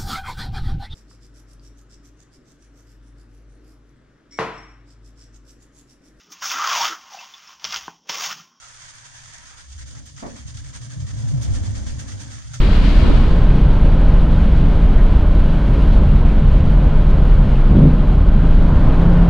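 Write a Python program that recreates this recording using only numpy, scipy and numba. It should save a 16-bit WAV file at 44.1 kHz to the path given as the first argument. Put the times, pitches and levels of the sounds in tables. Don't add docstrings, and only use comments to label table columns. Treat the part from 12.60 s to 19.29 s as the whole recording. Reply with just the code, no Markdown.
import sys
import numpy as np
from scipy import signal
from scipy.fft import rfft, irfft, next_fast_len
from scipy.io import wavfile
from scipy.ndimage import uniform_filter1d, minimum_filter1d
from numba import njit

SR = 44100
rng = np.random.default_rng(int(sys.argv[2]) if len(sys.argv) > 2 else 0)


def inscribe(sig):
    pcm = np.round(np.clip(np.atleast_2d(sig).T, -1, 1) * 32767)
    wavfile.write(sys.argv[1], SR, pcm.astype(np.int16))


N = 295029


# (time [s], cycle rate [Hz])
REVS = [(0, 28.4), (.7, 28.2), (1.5, 27.6), (2.5, 27.03), (3.2, 26.4), (4.0, 25.7), (4.65, 25.25),
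        (4.85, 24.1), (5.0, 22.4), (5.09, 22.8), (5.18, 28), (5.28, 30.8), (5.38, 31), (5.58, 28),
        (5.72, 26.8), (5.9, 27.2), (6.08, 28.1), (6.22, 30.1), (6.33, 31.7), (6.44, 34.3), (6.52, 34.7),
        (6.69, 33.7)]
# (time [s], gain [dB])
BOOM_RIDE = [(.3, -8), (1.0, -.5), (2.1, 0), (2.4, -3), (3.5, -2), (4.0, 1), (4.7, 1.5), (4.95, 5),
             (5.05, 3.5), (5.15, -2), (5.225, 7.5), (5.29, 7.5), (5.36, 1.5), (6.0, 2.5), (6.3, -1),
             (6.5, 2.5)]
def engine(coast_bark_db=-42):
    cycle_hz, = curves(REVS)
    load, bark_db, press_boom_db = throttle()
    cycles = np.cumsum(cycle_hz) / SR
    boom_db = curves(BOOM_RIDE)[0] + press_boom_db
    exhaust = undb(coast_bark_db + bark_db) * (bark(cycles) + rasp(cycles))
    return drone(cycles, cycle_hz, load, boom_db) + exhaust + intake(cycles, cycle_hz)


# (start [s], rise [s], hold [s], load [0-1], bark gain [dB], boom gain [dB])
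PRESSES = [(0.817, 0.11, 0.13, 0.66, -1, 2.5), (5.035, 0.13, 0.105, 0.97, 23.5, 1),
           (5.302, 0.091, 0.31, 0.2, 3.5, 0), (6.114, 0.28, .5, 0.96, 6, -1.5)]
def throttle(lift_s=0.12):
    total = 0
    for start_s, rise_s, hold_s, *effects in PRESSES:
        pedal = ramp(start_s, rise_s) - ramp(start_s + rise_s + hold_s, lift_s)
        total = total + np.outer(effects, pedal)
    load, bark_db, boom_db = total
    return np.clip(load, 0, 1), bark_db, boom_db


# (order [x cycle rate], coasting base level [dB], pulling base level [dB])
BOOM_ORDERS = [(5, -28.5, -11.2), (6, -19.8, -28)]
# (order [x cycle rate], coasting level [dB], pulling level [dB])
FIRING_ORDERS = [(2, -25, -27.5), (3, -23, -25.5), (4, -35, -20.5), (7, -35, -31.5), (8, -30, -34.5),
                 (9, -37.5, -34), (10, -35, -38), (11, -40, -35.5), (12, -41.5, -34.5), (14, -45, -38),
                 (15, -46, -34.5), (16, -52.5, -42)]
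def drone(cycles, cycle_hz, load, boom_db, waver_db=1.0, mode_hz=160, mode_width_hz=42):
    out = 0
    for orders, booms in ((BOOM_ORDERS, True), (FIRING_ORDERS, False)):
        for order, coast_db, pull_db in orders:
            db = coast_db + load * (pull_db - coast_db) + waver_db * walk(7.2)
            if booms:
                detune = 2 * (order * cycle_hz - mode_hz) / mode_width_hz
                db = db + boom_db - 10 * np.log10(1 + detune ** 2)
            out = out + undb(db) * np.sin(2 * np.pi * (np.round(order) * cycles + rng.random()))
    return out


CYLINDERS = [-2.5, -20, -5, -4.5, -19.5, -5, -0.5, -16]
# (frequency [Hz], relative level [dB])
EXHAUST_EQ = [(40, -35), (105, -22), (150, -7), (190, 5), (270, -3), (340, -15), (520, -22), (700, -35),
              (1200, -45), (2500, -62), (8000, -95)]
def bark(cycles, scatter_db=-1.5, gas=0.046, gas_decay_strokes=1.0):
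    strokes = np.maximum(cycles * len(CYLINDERS) + .12 * walk(150), 0)
    firing = np.maximum.accumulate(np.floor(strokes).astype(int))
    count = firing[-1] + 1
    accent = undb(np.resize(CYLINDERS, count) + scatter_db * rng.standard_normal(count))[firing]
    pulses = np.diff(firing, prepend=0)
    puffs = gas * np.exp(-(strokes % 1) / gas_decay_strokes) * rng.standard_normal(N)
    return colour(accent * (pulses + puffs), EXHAUST_EQ)


# (frequency [Hz], width [Hz], relative level [dB])
TAILPIPE_MODES = [(150, 18, -6), (183, 28, 1), (223, 26, -4), (275, 18, -5.5), (336, 24, -12),
                  (425, 36, -14), (530, 100, -16)]
def rasp(cycles, throb=1.0):
    surge = 1 + throb * np.cos(2 * np.pi * 2 * cycles)
    return surge * resonances(TAILPIPE_MODES)


# (frequency [Hz], relative level [dB])
INTAKE_EQ = [(200, -31.5), (450, -7.5), (800, 2.5), (1050, -4), (1250, -7.5), (1550, -8), (1900, -15.5),
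             (5000, -41), (12000, -72)]
def intake(cycles, cycle_hz, roar_db=-33.5, full_hz=34, steepness=3.7, throb=0.17, early_db=-9):
    gulps = 1 + throb * np.cos(2 * np.pi * cycles * len(CYLINDERS))
    early = 1 - ramp(start_s=5.6, length_s=0.38)
    gain = undb(roar_db + early_db * early) * (cycle_hz / full_hz) ** steepness
    return gain * colour(gulps * rng.standard_normal(N), INTAKE_EQ)


# (time [s], level [dB], pitch [Hz], decay [s])
THUMPS = [(4.955, -14.5, 220, 0.024), (5.096, -13, 199, 0.023), (5.161, -4.5, 199, 0.033),
          (6.257, -10, 137, .035)]
def thumps(attack_s=0.0035, overtone_ratio=1.45, overtone_db=-6.5):
    out = 0
    for start_s, db, hz, decay_s in THUMPS:
        age = since(start_s)
        phase = 2 * np.pi * hz * age
        tail = np.exp(-age / decay_s)
        ring = np.sin(phase) + undb(overtone_db) * np.sin(overtone_ratio * phase) * tail
        out = out + undb(db) * ramp(start_s, attack_s) * tail * ring
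    return out


# (frequency [Hz], width [Hz], relative level [dB])
AIR_MODES = [(16.4, 6.7, -22.5), (27.7, 13.3, -12), (37.75, 14.3, -14.5), (53.8, 20.2, -22),
             (80.3, 26.4, -27.5)]
# (start [s], length [s], gain [dB])
LULLS = [(0.383, 0.24, -1.5), (1.64, 0.27, -2.5), (2.897, 0.31, -2), (4.8, 0.26, -2), (6.397, 0.57, -1.5)]
def buffeting(evenness=0.56, gain_db=1.02, gust_db=0.48, gusts_per_s=9, swing_s=0.046):
    air = resonances(AIR_MODES)
    power = uniform_filter1d(air ** 2, int(SR * swing_s))
    damping = (power / power.mean()) ** (-evenness / 2)
    lull_db = sum(db * swell(s, length) for s, length, db in LULLS)
    return air * damping * undb(gain_db + lull_db + gust_db * walk(gusts_per_s))


# (frequency [Hz], relative level [dB])
ROAD_EQ = [(20, -23.5), (60, -8.5), (110, -4), (180, -4), (270, -5), (370, -10), (560, -11.5), (720, -16),
           (1000, -17.5), (1200, -20.5), (1550, -23), (1800, -32), (3000, -54.5), (8000, -83.5)]
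# (frequency [Hz], relative level [dB])
SEAL_EQ = [(500, -14), (1300, -5), (2000, 1.5), (2600, -0.5), (3200, -1), (4200, -7), (5200, -16),
           (7000, -21.5), (8000, -28), (9300, -24), (12000, -34), (15000, -44.5)]
# (start [s], length [s], roar gain [dB], hiss gain [dB])
ROAD_PATCHES = [(.95, 1.1, 0.5, -0.5), (2.95, 0.5, 1.5, 1.5), (5.204, 0.63, -1, -0.8), (5.85, 1.04, 2, 1.5)]
def road_and_wind(roar_db=-25, hiss_db=-41, road_flicker_db=0.56, wind_flicker_db=0.77):
    coarse_db = sum(db * swell(s, length) for s, length, db, _ in ROAD_PATCHES)
    hiss_ride_db = sum(db * swell(s, length) for s, length, _, db in ROAD_PATCHES)
    hiss_ride_db -= 0.49 * since(0)
    tyres = noise(ROAD_EQ) * undb(roar_db + coarse_db + road_flicker_db * walk(14))
    seals = noise(SEAL_EQ) * undb(hiss_db + hiss_ride_db + wind_flicker_db * walk(40))
    return tyres + seals


# (frequency [Hz], width [Hz], level [dB])
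PANEL_MODES = [(131.9, 26.6, -24.5), (198, 36, -29), (603.5, 70, -41)]
def panels():
    return resonances(PANEL_MODES)


# (frequency [Hz], relative level [dB])
RUSH_EQ = [(100, -2), (400, 7.5), (700, 0), (1100, 6), (1800, 3.5), (3400, 2), (4500, -1.5), (5500, -12),
           (10000, -25), (15000, -50)]
def side_rush(level_db=-31, left_db=2.0, shared=0.65, flutter_db=0.8):
    common = shared * rng.standard_normal(N)
    ears = [colour(common + rng.standard_normal(N), RUSH_EQ) * undb(side * left_db) for side in (1, -1)]
    return np.array(ears) * undb(level_db + rush_fade() + flutter_db * walk(50))


# (frequency [Hz], relative level [dB])
EDDY_EQ = [(15, 1.5), (50, 1), (100, -7.5), (300, -10.5), (600, -25), (1000, -25.5), (3000, -65),
           (10000, -96)]
def port_eddies(level_db=-29.5, puff_db=13, left_db=-1.5, flutter_db=5.0):
    eddy_db = level_db + rush_fade() + puff_db * swell(start_s=0.3, length_s=0.44)
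    return np.array([noise(EDDY_EQ) * undb(eddy_db + side * left_db + flutter_db * walk(35))
                     for side in (1, -1)])


def rush_fade(hold_s=0.47, db_per_s=33.5):
    return -db_per_s * since(hold_s)


# (time [s], level [dB], frequency [Hz], decay [s])
RATTLES = [(.9, -35, 2100, .014), (2.378, -38, 1790, 0.043), (3.698, -43, 2480, .022),
           (4.953, -37, 2610, 0.013), (5.16, -45, 3170, 0.053), (6.233, -39, 1600, 0.018)]
def trim_rattles(width_hz=650, attack_s=0.0032):
    return sum(undb(db) * ramp(s, attack_s) * np.exp(-since(s) / decay_s) * resonance(hz, width_hz)
               for s, db, hz, decay_s in RATTLES)


# (frequency [Hz], width [Hz], gain [dB])
CABIN_EQ = [(105, 35, -1.5), (165, 50, -3), (235, 22, -3), (1035, 70, 2), (1165, 70, -2.5), (1240, 60, 2),
            (1520, 120, 1.5), (1805, 60, 2.5), (2240, 110, 2), (2440, 60, 2.5), (2720, 80, -2),
            (2805, 60, 3), (2955, 70, 4), (3220, 110, 3), (4000, 70, 2.5), (4540, 130, 2), (12300, 900, 4)]
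def cabin(x, gain_db=-0.5):
    size = next_fast_len(N + 8192)
    f = np.arange(size // 2 + 1) * SR / size
    peaks_db = sum(db * np.exp(-(2 * (f - hz) / width) ** 2) for hz, width, db in CABIN_EQ)
    return irfft(rfft(x, size) * undb(gain_db + peaks_db), size)[..., :N]


def undb(db):
    return 10 ** (np.asarray(db) / 20)


def unit(x):
    return x / np.sqrt(np.mean(x ** 2))


def curves(table):
    times, *columns = np.transpose(table)
    return [np.interp(np.arange(N) / SR, times, column) for column in columns]


def since(start_s):
    return np.maximum(np.arange(N) / SR - start_s, 0)


def ramp(start_s, length_s):
    return np.minimum(since(start_s) / max(length_s, 1 / SR), 1)


def swell(start_s, length_s):
    return np.sin(np.pi * ramp(start_s, length_s))


def walk(rate):
    hold = int(SR / rate)
    steps = np.repeat(rng.standard_normal(N // hold + 1), hold)
    return unit(uniform_filter1d(uniform_filter1d(steps, hold), hold)[:N])


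def colour(x, eq):
    size = next_fast_len(N + 8192)
    hz, db = np.transpose(eq)
    f = np.maximum(np.arange(size // 2 + 1) * SR / size, 1)
    response = undb(np.interp(np.log(f), np.log(hz), db))
    return unit(irfft(rfft(x, size) * response, size)[:N])


def noise(eq):
    return colour(rng.standard_normal(N), eq)


def resonance(hz, width_hz):
    size = next_fast_len(N)
    f = np.maximum(np.arange(size // 2 + 1) * SR / size, 1)
    response = 1 / (1 + 1j * (f / hz - hz / f) * hz / width_hz / 2 ** .5) ** 2
    return unit(irfft(rfft(rng.standard_normal(size)) * response, size)[:N])


def resonances(modes):
    return sum(undb(db) * resonance(hz, width) for hz, width, db in modes)


@njit
def follow_peaks(x, release):
    out, level = np.empty(len(x)), 0.
    for i in range(len(x)):
        level = max(x[i], level * (1 - release))
        out[i] = level
    return out


def scene():
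    car = engine() + thumps() + buffeting() + panels() + trim_rattles()
    return car + cabin(road_and_wind() + side_rush()) + port_eddies()


def record(dry, release_s=0.006, ceiling=1.03, top_hz=15600):
    envelope = follow_peaks(np.abs(dry).max(axis=0), 1 / (release_s * SR))
    gain = np.minimum(1, ceiling / envelope)
    gain = uniform_filter1d(minimum_filter1d(gain, size=128), size=128)
    held = np.clip(dry * gain, -1, 1) * ramp(0, .003)
    return signal.sosfilt(signal.ellip(8, .2, 70, top_hz, fs=SR, output="sos"), held)


dry = scene()
out = record(dry)
inscribe(out)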